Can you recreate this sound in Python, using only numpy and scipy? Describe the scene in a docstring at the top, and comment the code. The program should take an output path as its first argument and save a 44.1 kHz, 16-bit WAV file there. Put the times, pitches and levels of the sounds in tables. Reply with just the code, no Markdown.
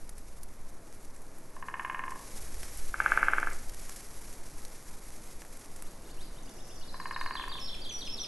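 """Drumming in a mountain meadow

Two woodpeckers drum on branches: volleys of short wooden rings, each speeding up, with echoes from the trees.
Towards the end a finch sings in gliding near-pure tones, and a second small bird whistles above it.
Dry stalks tick as filtered noise bursts; a breeze rumbles on the microphone and rustles the grass.
Underneath lies the valley's soft hush of coloured noise."""
import sys
import numpy as np
from scipy import signal
from scipy.fft import rfft, irfft
from scipy.io import wavfile
from scipy.ndimage import uniform_filter1d

SR = 44100
rng = np.random.default_rng(int(sys.argv[2]) if len(sys.argv) > 2 else 0)


def dump_mix(stems):
    """Bounce the given channels to the path in sys.argv[1] as a 16-bit WAV at rate SR."""
    frames = np.atleast_2d(stems).T  # one column per channel
    limited = np.clip(frames, -1, 1)  # hard clip at full scale
    pcm = np.round(limited * 32767).astype(np.int16)
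    wavfile.write(sys.argv[1], SR, pcm)


N = 364707
TIME = np.arange(N) / SR


def undb(db):
    """Decibels to gain."""
    return 10 ** (np.asarray(db) / 20)


def unit(x):
    """Scale to an rms of one."""
    return x / np.sqrt(np.mean(x ** 2))


def add(track, start_s, sound):
    """Mix a sound into a track at a time, cut at the track's end."""
    i = max(int(round(start_s * SR)), 0)
    track[i:i + len(sound)] += sound[:max(N - i, 0)]


def colour(x, points):
    """Filter a signal through a curve of (f/Hz, level/dB) points, straight over log frequency; rms one."""
    hz, db = np.transpose(points)
    bins = np.fft.rfftfreq(len(x), 1 / SR) + 0.1  # keeps the logarithm finite at 0 Hz
    gain = undb(np.interp(np.log(bins), np.log(hz), db))
    return unit(irfft(rfft(x) * gain, len(x)))


def walk(rate):
    """A random control curve: levels held for 1 / rate s, slewed twice; rms one."""
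    hold = int(SR / rate)
    steps = np.repeat(rng.standard_normal(N // hold + 1), hold)
    return unit(uniform_filter1d(uniform_filter1d(steps, hold), hold)[:N])


def stereo(mid, side):
    """Left and right from what they share and what differs."""
    return np.array([mid + side, mid - side])


def forest(x, scatter, wet_db, t60, side_db, onset_s, direct_side_db):
    """Echoes from many trunks, large and small: a tail that builds up and dies away, different in each ear."""
    t = np.arange(SR) / SR
    envelope = (1 - np.exp(-t / onset_s)) * undb(-60 * t / t60)
    envelope = undb(wet_db) * envelope / np.sqrt(np.sum(envelope ** 2))
    trunks = rng.standard_normal((2, SR)) * (rng.random((2, SR)) < 1500 / SR)  # about 1500 echoes a second
    mid, side = (signal.fftconvolve(x, envelope * colour(echoes, scatter))[:N] for echoes in trunks)
    # sound from the right reaches the left port a fraction of a sample late
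    lag = -undb(direct_side_db) * np.gradient(x)
    return stereo(x + mid, undb(side_db) * side + lag)


def roll(start, blows, first_gap, last_gap, full_db, first_db, build_s, last_db, lateness, hurry):
    """Rows (t/s, level/dB): the beak rebounds ever faster while its force builds up and then runs out."""
    along = np.linspace(0, 1, int(round(blows)))
    gaps = first_gap + (last_gap - first_gap) * np.linspace(0, 1, len(along) - 1) ** hurry
    t = np.append(0, np.cumsum(gaps))
    build_db = first_db * np.exp(-t / build_s)
    fade_db = last_db * along ** lateness
    return np.column_stack([start + t, full_db + build_db + fade_db])


def drumming(blows, wood, echoes, low_hz, top_hz, soft_db, echo_hz):
    """Each blow rings the branch briefly; weak blows are duller; ground and trunks throw it back."""
    t = np.arange(SR // 20) / SR
    hz, db, t60, swing = np.transpose(wood)[:, :, None]
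    hardest_db = max(blow_db for _, blow_db in blows)
    low_cut = signal.butter(2, low_hz, "high", fs=SR, output="sos")
    top_cut = signal.butter(6, top_hz, fs=SR, output="sos")
    track = np.zeros(N)
    for start, blow_db in blows:
        dull_db = soft_db * (blow_db - hardest_db) * np.log2(hz / hz[0])
        detune = 1 + 0.0025 * rng.standard_normal(hz.shape)  # the beak never lands on quite the same spot
        decay = undb(db + dull_db - 60 * t / t60)
        ring = np.sum(np.sign(swing) * decay * np.sin(2 * np.pi * hz * detune * t), axis=0)
        knock = signal.sosfilt(np.vstack([low_cut, top_cut]), ring)
        slip_s = 0.0004 * rng.standard_normal()  # each blow shifts at random by a fraction of a millisecond
        add(track, start + slip_s, undb(blow_db) * knock / np.abs(knock).max())
    # turf and bark swallow the top of the echoes
    dulled = signal.sosfiltfilt(signal.butter(2, echo_hz, fs=SR, output="sos"), track)
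    returns = (undb(echo_db) * np.interp(TIME - delay, TIME, dulled, left=0) for delay, echo_db in echoes)
    return track + sum(returns)


# ringing modes of each branch: [f/Hz, level/dB, t60/s, +1 or -1: swings with or against the blow]
FAR_WOOD = [(837, -8, 0.011, 1), (1073, -6.5, 0.024, -1), (1660, 3.5, 0.0036, -1), (1835, -12, 0.039, 1),
            (2168, -11.5, 0.019, 1), (2530, -18.5, 0.026, -1), (2820, -20, 0.018, -1)]
NEAR_WOOD = [(450, -27.5, 0.0063, 1), (884, -19.5, 0.013, 1), (1238, -6.5, 0.011, 1),
             (1547, 0.0, 0.011, -1), (1704, -7, 0.011, 1), (2224, -17.5, 0.013, -1)]
# single echoes from ground and trunks: [delay t/s, level/dB]
FAR_ECHOES = [(.00175, -5.5), (.0078, -14.5), (0.0237, -13), (0.0463, -24)]
NEAR_ECHOES = [(.0058, -13.5), (0.011, -25), (0.04, -18)]
# colour of what the trees send back: [f/Hz, level/dB]
FAR_SCATTER = [(1000, -0.0059), (1350, 1), (1750, -2.6), (2600, -1.4)]
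NEAR_SCATTER = [(500, 5), (850, -2), (1550, -11.5), (2000, 7.5), (2220, 0), (2900, 4.5)]
# drum rolls: [start t/s, blows, first gap t/s, last gap t/s, full force level/dB, first blow re full level/dB,
#              build-up t/s, last blow re full level/dB, lateness of the fade as a power]
FAR_ROLLS = [(1.5654, 14, .0604, .03633, -21, -17, 0.1, -19.5, 3.9),
             (6.9422, 15, .05764, .03458, -20.5, -13.5, 0.14, -18.5, 2.45)]
NEAR_ROLLS = [(2.9427, 11, .0589, .04275, -9.5, -10.5, 0.037, -10, 4.1)]
# how late in a roll each bird speeds up (power; 1 = evenly)
FAR_HURRY, NEAR_HURRY = 1, 1.79


def woodpeckers():
    """The far bird opens, the near one answers, the far one drums again; each branch has its own ring."""
    far_blows = np.vstack([roll(*row, FAR_HURRY) for row in FAR_ROLLS])
    near_blows = np.vstack([roll(*row, NEAR_HURRY) for row in NEAR_ROLLS])
    far = drumming(far_blows, FAR_WOOD, FAR_ECHOES, low_hz=820, top_hz=3010, soft_db=0.7, echo_hz=2240)
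    near = drumming(near_blows, NEAR_WOOD, NEAR_ECHOES, low_hz=253, top_hz=3160, soft_db=0.16, echo_hz=3000)
    return (forest(far, FAR_SCATTER, wet_db=-6.0, t60=0.46, side_db=-13, onset_s=0.0034, direct_side_db=-5)
            + forest(near, NEAR_SCATTER, wet_db=3.5, t60=0.42, side_db=-12.5, onset_s=0.012, direct_side_db=-9.5))


def note(shape, waver, flutter_db):
    """A nearly pure tone sliding along (t/s, f/Hz, level/dB) points, unsteady in pitch and level."""
    s, hz, db = np.transpose(shape)
    t = np.arange(s[0], s[-1], 1 / SR)
    pitch = uniform_filter1d(np.interp(t, s, hz), SR // 250)
    knots = np.arange(s[0], s[-1], 1 / 300)
    wobble, flutter = (np.interp(t, knots, rng.standard_normal(len(knots))) for _ in range(2))
    size = undb(np.interp(t, s, db) + flutter_db * flutter) * signal.windows.tukey(len(t), 0.1)
    return size * np.sin(2 * np.pi * np.cumsum(pitch * (1 + waver * wobble)) / SR)


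def syllable(shape, length, hoarse):
    """One utterance of a shape; no two are at quite the same pitch."""
    detune = 1 + 0.00804 * rng.standard_normal()
    return note(np.array(shape) * [length, detune, 1], waver=hoarse, flutter_db=2.5)


WHISTLE_SETTLE_S = 0.008
WHISTLE_OPEN_DB, WHISTLE_CLOSE_DB = -12.5, -15  # relative to the loudest moment


def whistle(length, open_hz, settled_hz, close_hz, db, loudest_s):
    """The pitch snaps onto a slow glide while the tone swells and fades."""
    t = np.linspace(0, length, SR // 1000)
    glide = np.interp(t, [0, length], [settled_hz, close_hz])
    hz = glide + (open_hz - settled_hz) * np.exp(-t / WHISTLE_SETTLE_S)
    swell_db = np.interp(t, [0, loudest_s, length], [WHISTLE_OPEN_DB, 0, WHISTLE_CLOSE_DB])
    return note(np.column_stack([t, hz, db + swell_db]), waver=0.0037, flutter_db=4.0)


# syllable shapes: [t/s, f/Hz, level/dB]
UPSLUR = [(0, 2605, -5), (.03, 3280, -5), (.055, 4300, 0), (.075, 5360, -7)]
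PIP = [(0, 2700, 2.5), (.012, 3190, -7), (.028, 3800, 1.5)]
TSIP = [(0, 6500, 0), (.015, 5790, -3.5), (.03, 5000, 0), (.045, 5100, -5)]
CHIP = [(0, 5135, -3), (.01, 4670, -4.5), (.022, 3950, -1.5), (.03, 4150, -4.5)]
WARBLE = [(0, 4480, -13), (.013, 4810, -5), (.023, 4620, -24), (.032, 4270, -1.5), (.042, 3700, -0.5),
          (.053, 3110, -2), (.065, 3670, -2.5), (.072, 3200, -22), (.088, 3577, -1.5), (.098, 2927, -5),
          (.109, 2080, -6.5)]
# lone rising chirps before the song: [start t/s, level/dB, length relative to the shape]
UPSLURS = [(5.829, -61.5, 0.97), (6.036, -62, 0.49), (6.086, -56, 0.47), (6.175, -53.5, 0.89)]
# the finch's song, one run per syllable: [shape, first start t/s, last start t/s, repeats,
#                                          first level/dB, last level/dB, hoarseness as a share of pitch]
FINCH_RUNS = [(PIP, 6.362, 6.812, 5, -59.5, -55, 0.043), (TSIP, 6.43, 6.752, 6, -59.5, -55, .06),
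              (CHIP, 6.81, 7.258, 8, -51, -44, 0.032), (WARBLE, 7.326, 8.147, 6, -41, -41, 0.0161)]
# share by which the gaps of a run start short and end long
FINCH_SLOWING = 0.035
# thin whistles: [start t/s, length t/s, opening f/Hz, settled f/Hz, closing f/Hz, level/dB, loudest after t/s]
WHISTLES = [(7.59, 0.13, 7100, 5150, 5500, -39, 0.042), (7.89, 0.13, 7150, 5900, 5710, -37.5, .058),
            (8.049, .107, 6900, 4900, 5500, -38, 0.098), (8.192, 0.074, 5700, 6300, 4750, -34.5, 0.027)]
# colour of what the trees send back of the song: [f/Hz, level/dB]
SONG_SCATTER = [(3000, -0.18), (4000, -0.45), (6000, -0.13)]


def songbirds():
    """Faint rising chirps, then the finch's slightly slowing runs of gliding tones, and the whistler on top."""
    finch, whistler = np.zeros(N), np.zeros(N)
    for start, db, length in UPSLURS:
        add(finch, start, undb(db) * syllable(UPSLUR, length, hoarse=0.014))
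    for shape, first_s, last_s, repeats, first_db, last_db, hoarse in FINCH_RUNS:
        for along in np.linspace(0, 1, int(round(repeats))):
            start = first_s + (last_s - first_s) * along * (1 - FINCH_SLOWING * (1 - along))
            db = first_db + (last_db - first_db) * along
            add(finch, start, undb(db) * syllable(shape, 0.98, hoarse))
    for start, *row in WHISTLES:
        add(whistler, start, whistle(*row))
    finch = forest(finch, SONG_SCATTER, wet_db=-0.5, t60=0.92, side_db=-0.5, onset_s=0.00063, direct_side_db=-3)
    whistler = forest(whistler, SONG_SCATTER, wet_db=-8, t60=0.86, side_db=-2, onset_s=0.011, direct_side_db=-8)
    return finch + whistler * undb([[-0.8], [0.8]])  # the whistler leans right


CALM_RUSTLE_DB = -60.5
# gusts rise quickly in the grass and die away more slowly: [start t/s, lift level/dB, rise t/s, fade t/s]
GUSTS = [(2.05, 14, 0.16, 3.06), (3.72, 4.5, 0.089, 0.63)]


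def rustle_db():
    """Level of the grass: calm, then lifted by each gust."""
    start, lift_db, rise_s, fade_s = np.transpose(GUSTS)[:, :, None]
    age = np.maximum(TIME - start, 0)
    gusts_db = lift_db * (1 - np.exp(-age / rise_s)) * np.exp(-age / fade_s)
    return CALM_RUSTLE_DB + np.sum(gusts_db, axis=0)


def faint_ticks(count):
    """Tick rows at random moments, their level following the rustle."""
    when, pitch = rng.random((count, 2)).T
    start = when * TIME[-1]
    db = np.interp(start, TIME, rustle_db()) + 14
    snap_db = np.full(count, -12)
    return list(zip(start, db, snap_db, np.interp(pitch, [0, 1], [5800, 11400])))


# the clearest ticks near the microphone: [start t/s, level/dB, middle register re that level/dB, centre f/Hz]
TICKS = [(0.0926, -37, -14, 10000), (0.181, -41, -13, 9450), (0.4319, -36, -20, 10400),
         (2.1063, -38.5, -7, 7650), (2.631, -36, -4, 5230), (2.7726, -35, -22, 11500),
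         (3.6952, -38, -12, 5780), (3.894, -36, -4, 7940), (4.6503, -37.5, -15, 6070),
         (5.4186, -43, 2, 7680), (5.4494, -48, 2, 11300), (5.7618, -41.5, -11, 7800),
         (5.823, -37.5, -9.5, 10900)]


def stalks():
    """Brief dry ticks: decaying bursts of bright noise over a lower snap of varying strength."""
    t = np.arange(SR // 25) / SR
    track = np.zeros(N)
    for start, db, snap_db, hz in list(TICKS) + faint_ticks(count=6):
        bright_curve = [(hz / 3, -20), (hz / 1.41, -5), (hz, 0), (hz * 1.3, -6)]
        snap_curve = [(300, -2), (1000, 4.5), (2000, 8), (5000, -24.0), (10000, -37)]
        bright = colour(rng.standard_normal(len(t)), bright_curve)
        snap = colour(rng.standard_normal(len(t)), snap_curve)
        add(track, start, undb(db - 60 * t / 0.024) * (bright + undb(snap_db) * snap))
    return track


# wind eddies on the microphone: [t/s, rumble level/dB]
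EDDIES = [(0, -36.5), (.75, -37.5), (1.1, -43), (2.1, -41), (2.65, -29), (3.4, -34.5), (4.5, -37.5),
          (5.8, -39), (6.3, -37), (7.2, -39.5), (7.75, -34.5), (8.27, -42)]
# colours of rumble and grass: [f/Hz, level/dB]
RUMBLE_COLOUR = [(4, -3), (9, 2), (16, -5.5), (30, -18), (60, -25.5), (120, -40.5), (300, -70.5)]
RUSTLE_COLOUR = [(300, -5), (1000, 2.5), (2200, 6), (3000, -0.5), (4200, 2.5), (6000, 7.5), (8000, 5.5),
                 (10000, 6.5), (11500, 9.5), (12500, -11)]


def breeze():
    """Eddies rumble on the microphone; grass blades brush as flickering noise and countless tiny clicks."""
    rumble = undb(np.interp(TIME, *np.transpose(EDDIES))) * colour(rng.standard_normal(N), RUMBLE_COLOUR)
    click_gain = undb(3.64 * np.minimum(rng.exponential(size=N), 6))  # a few stand out
    clicks = (rng.random(N) < 1500 / SR) * rng.standard_normal(N) * click_gain
    brushing = rng.standard_normal(N) * undb(1.95 * walk(120) + 0.89 * walk(22))
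    grass = colour(brushing + 0.5 * unit(clicks), RUSTLE_COLOUR)
    return rumble + undb(rustle_db()) * grass


# the hush over time: [t/s, level/dB, extra difference between the ears level/dB]
HUSH = [(0, -56.5, -0.5), (2.2, -53, -6.5), (5.5, -54.5, -7), (6.5, -52.5, 9), (8.27, -51, 7)]
# its colour: [f/Hz, level/dB]
HUSH_COLOUR = [(40, 0.5), (100, 2.5), (300, 1.5), (600, -2.5), (1100, -7), (2200, -16.5), (3000, -27.5),
               (5000, -29.5), (8000, -37), (12000, -40)]
# how much it differs between the ears: [f/Hz, side re mid level/dB]
HUSH_WIDTH = [(60, -43), (150, -23.5), (400, -19), (1000, -13), (2500, -43), (5000, -24), (8000, -20)]


def valley():
    """Distant water and trees: a soft, slowly wavering noise hush, nearly the same in both ears."""
    mid, side = (colour(rng.standard_normal(N), HUSH_COLOUR) for _ in range(2))
    hz, width_db = np.transpose(HUSH_WIDTH)
    width = undb(np.interp(np.fft.rfftfreq(N, 1 / SR), hz, width_db))
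    side = irfft(rfft(side) * width, N)
    s, level_db, wider_db = np.transpose(HUSH)
    level = undb(np.interp(TIME, s, level_db) + 0.2 * walk(5))
    return level * stereo(mid, undb(np.interp(TIME, s, wider_db)) * side)


def scene():
    """Everything heard from the meadow."""
    return woodpeckers() + songbirds() + stalks() + breeze() + valley()


def record(dry):
    """The recorder cuts the top steeply: an elliptic low-pass."""
    return signal.sosfilt(signal.ellip(10, 0.2, 70, 12050, fs=SR, output="sos"), dry)


dry = scene()
out = record(dry)
dump_mix(out)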